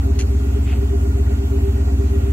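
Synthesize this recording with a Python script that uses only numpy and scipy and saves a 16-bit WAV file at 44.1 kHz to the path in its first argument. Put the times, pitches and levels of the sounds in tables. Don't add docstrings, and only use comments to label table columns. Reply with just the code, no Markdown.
import sys
import numpy as np
from scipy import signal
from scipy.fft import rfft, irfft
from scipy.io import wavfile
from scipy.ndimage import uniform_filter1d

SR = 44100
rng = np.random.default_rng(int(sys.argv[2]) if len(sys.argv) > 2 else 0)


def amplitude_ratio(level_db):
    exponent = np.asarray(level_db, float) / 20
    return 10 ** exponent


def output_pcm(signal):
    pcm = np.clip(np.atleast_2d(signal).T, -1, 1) * 32767
    wavfile.write(sys.argv[1], SR, np.round(pcm).astype(np.int16))


N = 102664
FIRINGS_PER_CYCLE = 8
TIP_LAG_CYCLES = .8


def level(x, db):
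    return x * amplitude_ratio(db) / np.sqrt(np.mean(x ** 2))


def ring(x, hz, width_hz):
    pole = np.exp((2j * np.pi * hz - np.pi * width_hz) / SR)
    return level(signal.lfilter([1], np.poly([pole, pole]), x).imag, 0)


def walk(rate_hz):
    draw = np.interp(np.arange(N) * rate_hz / SR, np.arange(200), rng.standard_normal(200))
    return level(uniform_filter1d(draw, int(SR / rate_hz / 2)), 0)


def along(table, column):
    hz = np.fft.rfftfreq(N, 1 / SR) + 1
    return np.interp(np.log(hz), np.log(np.array(table)[:, 0]), np.array(table)[:, column])


def boom(cycle, orders, lag_cycles):
    wobble_db, wobble_rad, wobble_hz = .7, .007, 9
    out = 0
    for order, db in orders:
        gain = amplitude_ratio(db + wobble_db * walk(wobble_hz))
        phase = 2 * np.pi * (cycle - lag_cycles) + wobble_rad * walk(wobble_hz)
        out = out - gain * np.cos(order * phase)
    return out


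def tip(cycle):
    tip_hz, swell_s, scatter_db, slip_rad = 395.5, .14, 1.5, .8
    # time [s], rms level [dB].
    drive = [(0, -30.5), (0.249, -36), (0.601, -40.5), (0.951, -31), (1.298, -37), (1.6, -29), (1.9, -33),
             (2.33, -31)]
    peak = np.flatnonzero(np.diff(np.floor(cycle - TIP_LAG_CYCLES)))
    strength, slip = rng.standard_normal((len(peak), 2)).T
    kick = np.zeros(N, complex)
    kick[peak] = amplitude_ratio(scatter_db * strength) * np.exp(1j * slip_rad * slip)
    half = int(swell_s * SR / 2)
    t = np.arange(-half, half + 1) / SR
    swell = np.hanning(2 * half + 1) * np.exp(2j * np.pi * tip_hz * t)
    tone = signal.fftconvolve(kick, swell, mode="same").real
    drive_db = np.interp(np.arange(N) / SR, *np.array(drive).T)
    return amplitude_ratio(drive_db) * level(tone, 0)


def uneven(cycle):
    # centre [Hz], width [Hz], rms level [dB].
    cavities = [(48, 13, -39), (82, 12, -36), (98, 14, -40), (114, 10, -39), (134, 9, -48), (152, 12, -50),
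                (170, 18, -55), (195, 18, -51), (226, 15, -45), (250, 18, -47), (270, 15, -42),
                (292, 22, -47), (322, 20, -49), (348, 24, -52)]
    fired = np.flatnonzero(np.diff(np.floor(cycle * FIRINGS_PER_CYCLE)))
    out = 0
    for hz, width_hz, db in cavities:
        kick = np.zeros(N)
        kick[fired] = rng.standard_normal(len(fired))
        out = out + amplitude_ratio(db) * ring(kick, hz, width_hz)
    return out


def gas(cycle):
    firing_db, cycle_db, scatter_db = -1, 1, 4
    # centre [Hz], width [Hz], rms level [dB].
    whistles = [(409.2, 29, -41), (455, 46, -59), (529.2, 17, -52), (648, 57, -60), (698, 71, -48),
                (794, 100, -60.5), (1072, 220, -67.5), (1417, 65, -56), (1897, 120, -59.5)]
    firing = cycle * FIRINGS_PER_CYCLE
    puff_db = firing_db * np.cos(2 * np.pi * firing)
    puff_db = puff_db + cycle_db * np.cos(2 * np.pi * (cycle - TIP_LAG_CYCLES))
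    puff_db = puff_db + scatter_db * np.interp(firing, np.arange(200), rng.standard_normal(200))
    out = 0
    for hz, width_hz, db in whistles:
        out = out + amplitude_ratio(db) * ring(amplitude_ratio(puff_db) * rng.standard_normal(N), hz, width_hz)
    return out


def hiss():
    hiss_db, patch_db, flicker_db = -39.5, .5, 1.5
    # frequency [Hz], density [dB per Hz].
    side_hiss = [(300, -8), (700, 0), (1900, -15), (2600, -10), (5600, -20), (7600, -15), (13150, -16),
                 (13250, -27)]
    # frequency [Hz], level [dB].
    mid_over_side = [(700, -6.5), (2000, -1.5), (3800, -7.5), (6500, -2), (7800, -3), (12000, -7.5),
                     (13100, -3), (14000, 2.5)]
    third = 3 * np.log2(np.fft.rfftfreq(N, 1 / SR) + 1)
    pair = rfft(rng.standard_normal((2, N))) * amplitude_ratio(along(side_hiss, column=1))
    pair[0] *= amplitude_ratio(along(mid_over_side, column=1))
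    mid, side = np.zeros((2, N))
    for centre in range(22, 43):
        band = irfft(pair * np.clip(1 - abs(third - centre), 0, 1), N)
        mid += amplitude_ratio(flicker_db * walk(24.96) + patch_db * walk(7.955)) * band[0]
        side += amplitude_ratio(flicker_db * walk(20)) * band[1]
    return level(np.array([mid + side, mid - side]), hiss_db)


def scuffs():
    cracks_per_s, spread_db = 5000, 1.2
    # start [s], length [s], rms level [dB], treble [dB per octave],
    # swell exponent, lead of the left [samples].
    slides = [
        (0.188, 0.059, -28.5, 7.5, .4, 3),
        (0.641, 0.16, -40, -18, 0.72, 1),
    ]
    # centre [Hz], width [Hz], level [dB].
    grit = [(2120, 920, -12.5), (2610, 1030, 3.5), (3150, 1260, -2.5), (4200, 530, -3.5), (6550, 1200, -2),
            (8400, 1800, -9.5)]
    out, t = np.zeros((2, N)), np.arange(N) / SR
    for start_s, length_s, db, treble_db, swell, lead in slides:
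        u = np.clip((t - start_s) / length_s, 0, 1)
        envelope = np.sin(np.pi * u ** swell) ** 1.7
        struck = rng.random(N) < cracks_per_s / SR
        cracks = struck * amplitude_ratio(spread_db * rng.exponential(size=N)) * rng.standard_normal(N)
        for ear in range(2):
            rub = .6 * level(rng.standard_normal(N), 0) * cracks.std()
            tone = 0
            for hz, width_hz, grit_db in grit:
                gain = amplitude_ratio(grit_db + treble_db * np.log2(hz / 2700))
                tone = tone + gain * ring(cracks + rub, hz, width_hz)
            out[ear] += np.roll(level(tone, db) * envelope, lead * ear)
    return out


def scene():
    # time [s], speed [rpm].
    speed = [(0.0, 993.8), (0.33, 983.3), (0.67, 992.5), (1.0, 989.8), (1.33, 988.8), (1.66, 1000.6),
             (2.0, 992.2), (2.33, 999.8)]
    # multiple of the cycle rate, peak level [dB].
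    silencer = [(6, -38), (8, -14), (10, -20), (12, -32), (14, -32), (16, -41)]
    # multiple of the cycle rate, peak level [dB].
    banks = [(7, -42), (9, -33), (11, -34), (13, -33)]
    # multiple of the cycle rate, peak level [dB].
    pipe = [(22, -48), (24, -44), (25, -44), (27, -33), (29, -41), (31, -42), (33, -30), (34, -49),
            (38, -41)]
    # frequency [Hz], lead of the left [rad], left over right [dB].
    ports = [(50, 0, .1), (110, -.1, .2), (270, -.33, .4), (400, -1.2, .5), (520, -2.1, -1),
             (700, -2.4, -5), (1300, -1.8, -7.5), (2400, -1., 0)]
    rpm = np.interp(np.arange(N) / SR, *np.array(speed).T)
    cycle = .0455 + np.cumsum(rpm) / 120 / SR
    exhaust = boom(cycle, silencer, lag_cycles=.066)
    exhaust = exhaust + boom(cycle, banks, lag_cycles=.722) + boom(cycle, pipe, lag_cycles=.93)
    exhaust = exhaust + tip(cycle) + uneven(cycle) + gas(cycle)

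    ear = np.array([[.5], [-.5]])
    lead_rad = along(ports, column=1) * ear
    tilt = amplitude_ratio(along(ports, column=2) * ear)
    margin = SR // 4
    padded = N + SR // 2

    def spread(rows):
        grid = np.linspace(0, 1, padded // 2 + 1)
        return np.array([np.interp(grid, np.linspace(0, 1, len(row)), row) for row in rows])

    lead = spread(lead_rad)
    turn = spread(tilt) * np.exp(1j * lead) / np.cos(np.clip(lead, -.7, .7))
    wide = irfft(rfft(np.pad(exhaust, margin, mode="reflect")) * turn, padded)[:, margin:margin + N]
    return wide + irfft(rfft(hiss()) * tilt, N) + scuffs()


def roll_off(x):
    return signal.sosfilt(signal.butter(12, 16900, fs=SR, output="sos"), x)


def record(dry):
    top_hz, spare_loud = 15700, 3
    # from [Hz], to [Hz], share of time lost by the sum,
    # share lost by the difference.
    dropouts = [(2900, 4100, .3, 0), (4700, 5400, .3, 0), (7900, 8300, .6, 0), (8300, 11300, 1, 0),
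                (11300, 12300, .75, 0), (13250, 14600, .8, .4), (14600, 15800, .25, .55)]
    hz, t, z = signal.stft(np.array([dry[0] + dry[1], dry[0] - dry[1]]) / 2, SR, nperseg=2048)
    luck = uniform_filter1d(rng.standard_normal((2, 80, len(t))), size=3)
    luck = luck[:, (hz / 345).astype(int)]
    loud = np.log(uniform_filter1d(abs(z) ** 2, size=32, axis=1) + 1e-18)
    excess = loud - np.median(loud, axis=2, keepdims=True) - 1
    luck = luck + spare_loud * np.clip(excess, 0, 9)
    rank = np.argsort(np.argsort(luck)) / len(t)
    lost = 0
    for low_hz, high_hz, *share in dropouts:
        inside = ((hz >= low_hz) & (hz < high_hz))[:, None]
        lost = lost + inside * (rank < np.array(share)[:, None, None])
    mid, side = signal.istft(z * (1 - lost), SR, nperseg=2048)[1][:, :N]
    top = signal.ellip(10, .2, 70, top_hz, fs=SR, output="sos")
    mix = signal.sosfilt(top, np.array([mid + side, mid - side]))
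    return roll_off(mix)


dry = scene()
out = record(dry)
output_pcm(out)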